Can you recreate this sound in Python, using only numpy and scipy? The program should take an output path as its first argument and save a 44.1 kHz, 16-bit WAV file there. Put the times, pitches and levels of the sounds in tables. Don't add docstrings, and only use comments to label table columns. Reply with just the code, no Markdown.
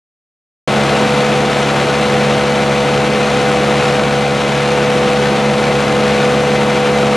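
import sys
import numpy as np
from scipy import signal
from scipy.fft import rfft, irfft
from scipy.io import wavfile
from scipy.ndimage import uniform_filter1d

SR = 44100
rng = np.random.default_rng(int(sys.argv[2]) if len(sys.argv) > 2 else 0)


def waveform_to_disk(signal):
    frames = np.transpose(np.atleast_2d(signal))
    scaled = np.clip(frames, -1, 1) * 32767
    samples = np.round(scaled).astype(np.int16)
    wavfile.write(sys.argv[1], SR, samples)


N = 315756
TIME, FREQ = np.arange(N) / SR, np.fft.rfftfreq(N, 1 / SR)


def amp(db):
    return 10 ** (np.asarray(db) / 20)


def unit(x):
    return x / np.sqrt(np.mean(x ** 2) + 1e-20)


def curve(points):
    return np.interp(TIME, *np.transpose(points))


def across(points):
    hz, value = np.transpose(points)
    return np.interp(np.log(FREQ + 1), np.log(hz + 1), value)


def wander(rate_hz):
    return unit(irfft(rfft(rng.standard_normal(N)) / (1 + (FREQ / rate_hz) ** 2), N))


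def resonance(pitch_hz, width_hz):
    return 1 / (1 + (2 * (FREQ - pitch_hz) / width_hz) ** 2)


def ringing(hits, decay_s):
    return signal.lfilter([1], [1, -np.exp(-1 / (decay_s * SR))], hits)


def spread(pair, colour):
    # frequency_hz, correlation
    likeness = [(25, .98), (60, 1), (200, 1), (600, 0.92), (1300, 0.98), (2700, 0.97), (5900, 0.95),
                (9000, 0.81), (12500, 0.57)]
    same = np.clip(across(likeness), -1, 1)
    a, b = rfft(pair) * colour
    mid, side = a * np.sqrt((1 + same) / 2), b * np.sqrt((1 - same) / 2)
    return unit(irfft(np.array([mid + side, mid - side]), N))


def hydraulic_whine():
    # pitch_hz, width_hz, rms_db
    whines = [(2057, 30, -34.5), (6280, 110, -48)]
    return sum(amp(db) * spread(rng.standard_normal((2, N)), resonance(hz, width))
               for hz, width, db in whines)


def fan_and_auger(churn_db):
    # frequency_hz, relative_db
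    colour = [(20, -50), (40, -42), (56, -16), (66, -13), (85, -14.5), (105, -5), (135, -2.5), (230, 1.5),
              (270, -1.5), (310, 2), (380, 0), (450, -0.5), (750, -1.5), (1200, -9), (3000, -19),
              (12000, -37.5)]
    turbulence = rng.standard_normal((2, N)) * amp(churn_db * wander(rate_hz=8.2))
    return spread(turbulence, amp(across(colour)))


def drone(firings, notes, shimmer, jitter_rad, flutter_hz):
    tone = np.zeros(N)
    for multiple, db in notes:
        phase = 2 * np.pi * (multiple * firings + rng.random()) + jitter_rad * wander(flutter_hz)
        tone += amp(db) * (1 + shimmer * wander(flutter_hz)) * np.cos(phase)
    return unit(tone)


def exhaust(firings):
    # firing_multiple, relative_db
    low_notes = [(1, -13), (2, 0)]
    # time_s, level_db
    throb_level = [(.95, -19), (1.55, -24.6), (2.25, -21), (5.0, -24.5), (5.4, -21), (7.1, -21)]
    boom = drone(firings, low_notes, shimmer=.14, jitter_rad=.13, flutter_hz=9.7)
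    throb = drone(firings, [(3, 0)], shimmer=.17, jitter_rad=.11, flutter_hz=12)
    return amp(-23 - .1 * TIME) * boom + amp(curve(throb_level)) * throb


def housing_hum(firings):
    # time_s, level_db
    hum_level = [(.7, -23), (1.15, -18), (1.7, -21), (2.25, -18), (3.7, -18.5), (4.4, -19.5), (5.0, -15.9),
                 (5.6, -17.5), (7.1, -16.5)]
    return amp(curve(hum_level)) * drone(firings, [(7, 0)], shimmer=.088, jitter_rad=.06, flutter_hz=6.9)


def engine_buzz(firings):
    # firing_multiple, relative_db
    notes = [(4, -10.5), (5, -12), (6, -3.6), (8, -4), (9, -2.2), (10, -2.8), (11, 0), (12, -16),
             (13, -8.3), (14, -16), (15, -12), (16, -9.8), (17, -14), (18, -14), (20, -13), (21, -18)]
    return drone(firings, notes, shimmer=.12, jitter_rad=.12, flutter_hz=5)


def knocks(firings, decay_s, uneven_db):
    fired, slapped = (np.diff(np.floor(firings + lead), prepend=0) > 0 for lead in (0, .55))
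    strength = amp(uneven_db * rng.standard_normal(N))
    power = ringing((fired + slapped / 4) * strength ** 2, decay_s)
    return power / power.mean()


def small_stones(per_s, decay_s, sizes_db):
    struck = rng.random(N) < per_s / SR
    strength = amp(sizes_db * np.minimum(rng.exponential(1, N), 3))
    power = ringing(struck * strength ** 2, decay_s)
    return power / power.mean()


def large_stones(decay_s):
    # start_s, strength_db
    clacks = [(1.4995, 3), (2.9427, 7), (4.0352, 7.5), (5.3667, 6), (5.5353, 6.5), (6.9835, 6.5)]
    hits = np.zeros(N)
    for start_s, db in clacks:
        hits[round(start_s * SR)] = amp(db) ** 2
    return ringing(hits, decay_s)


def tamper_surges():
    # middle_s, length_s, swell_db
    surges = [(1.023, 0.1, 1), (1.79, 0.27, 0.9), (3.36, 0.32, 1.5), (3.84, 0.25, 1.5), (6.137, 0.31, 1.8)]
    return sum(db * np.cos(np.pi * np.clip((TIME - middle_s) / length_s, -.5, .5)) ** 2
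               for middle_s, length_s, db in surges)


def steel_clatter(firings):
    # frequency_hz, relative_db
    steel = [(200, -20), (700, -1), (1150, -0.5), (1400, 1), (1650, -1.5), (2450, -1), (3100, -3.5),
             (4200, -6.5), (4800, -12), (6300, -14), (6900, -16.5), (9800, -22), (11900, -33.5),
             (13000, -39)]
    # pitch_hz, width_hz, lift_db
    panels = [(1287, 45, 4.5), (1475, 63, 4.5), (1776, 50, 3.5), (2306, 80, 3.5), (2534, 50, 3),
              (2850, 62, 2), (3240, 85, 0.5), (3370, 63, 0.5), (3730, 58, 1.5), (6600, 61, 1),
              (7370, 200, 2.5)]
    power = 1 + .75 * knocks(firings, decay_s=.003, uneven_db=1.6)
    power += small_stones(per_s=520, decay_s=.003, sizes_db=3.2)
    power += large_stones(decay_s=.0032)
    power = uniform_filter1d(power, size=44)
    blows = np.sqrt(power) * rng.standard_normal((2, N))
    lift_db = sum(db * resonance(hz, width) for hz, width, db in panels)
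    return spread(blows, amp(across(steel) + lift_db))


def scene():
    # time_s, firing_rate_hz
    speed = [(.7, 70.5), (1.3, 70.68), (2.5, 70.59), (4, 70.59), (4.4, 70.47), (5, 70.6), (5.8, 70.51),
             (7.15, 70.55)]
    # time_s, swell_db
    load = [(.7, 1.5), (1.5, .2), (2.35, 0.2), (2.7, -0.6), (3.0, -0.2), (3.9, .4), (4.3, -1.26),
            (4.8, -0.3), (5.4, -0.2), (7.1, 0.15)]
    firings, load_db = np.cumsum(curve(speed)) / SR, curve(load)
    diesel = exhaust(firings) + housing_hum(firings) + amp(-21 + load_db) * engine_buzz(firings)
    roar = amp(-19 + .98 * load_db) * fan_and_auger(churn_db=.34)
    rattle_db = -20 + .49 * load_db - .1651 * TIME
    rattle_db += tamper_surges() + .25 * wander(rate_hz=5)
    rattle = amp(rattle_db) * steel_clatter(firings)
    return hydraulic_whine() + roar + diesel + rattle


def record(dry):
    # frequency_hz, left_minus_right_db
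    balance = [(70, 0), (140, -.5), (210, -1), (360, 0), (650, 1), (1170, 2.2), (2130, 2.4), (3850, .5),
               (7000, 0), (12600, -.7)]
    # frequency_hz, left_lead_rad
    lead = [(70, 0), (200, .06), (600, .21), (1500, .17), (3500, .05), (8400, .2), (10200, .25),
            (11400, .7), (12300, 2.6)]
    ceiling, start_s, fade_s, cutoff_hz = .92, .6745, .0015, 12600
    tilt = amp(across(balance) / 2) * np.exp(.5j * across(lead))
    ports = irfft(rfft(dry) * np.array([tilt, 1 / tilt]), N)
    ports /= (1 + abs(ports / ceiling) ** 8) ** (1 / 8)
    ports *= np.clip((TIME - start_s) / fade_s, 0, 1)
    lowpass = signal.firwin(255, cutoff_hz, window=("kaiser", 9), fs=SR)
    return signal.oaconvolve(ports, lowpass[None], "same")


dry = scene()
out = record(dry)
waveform_to_disk(out)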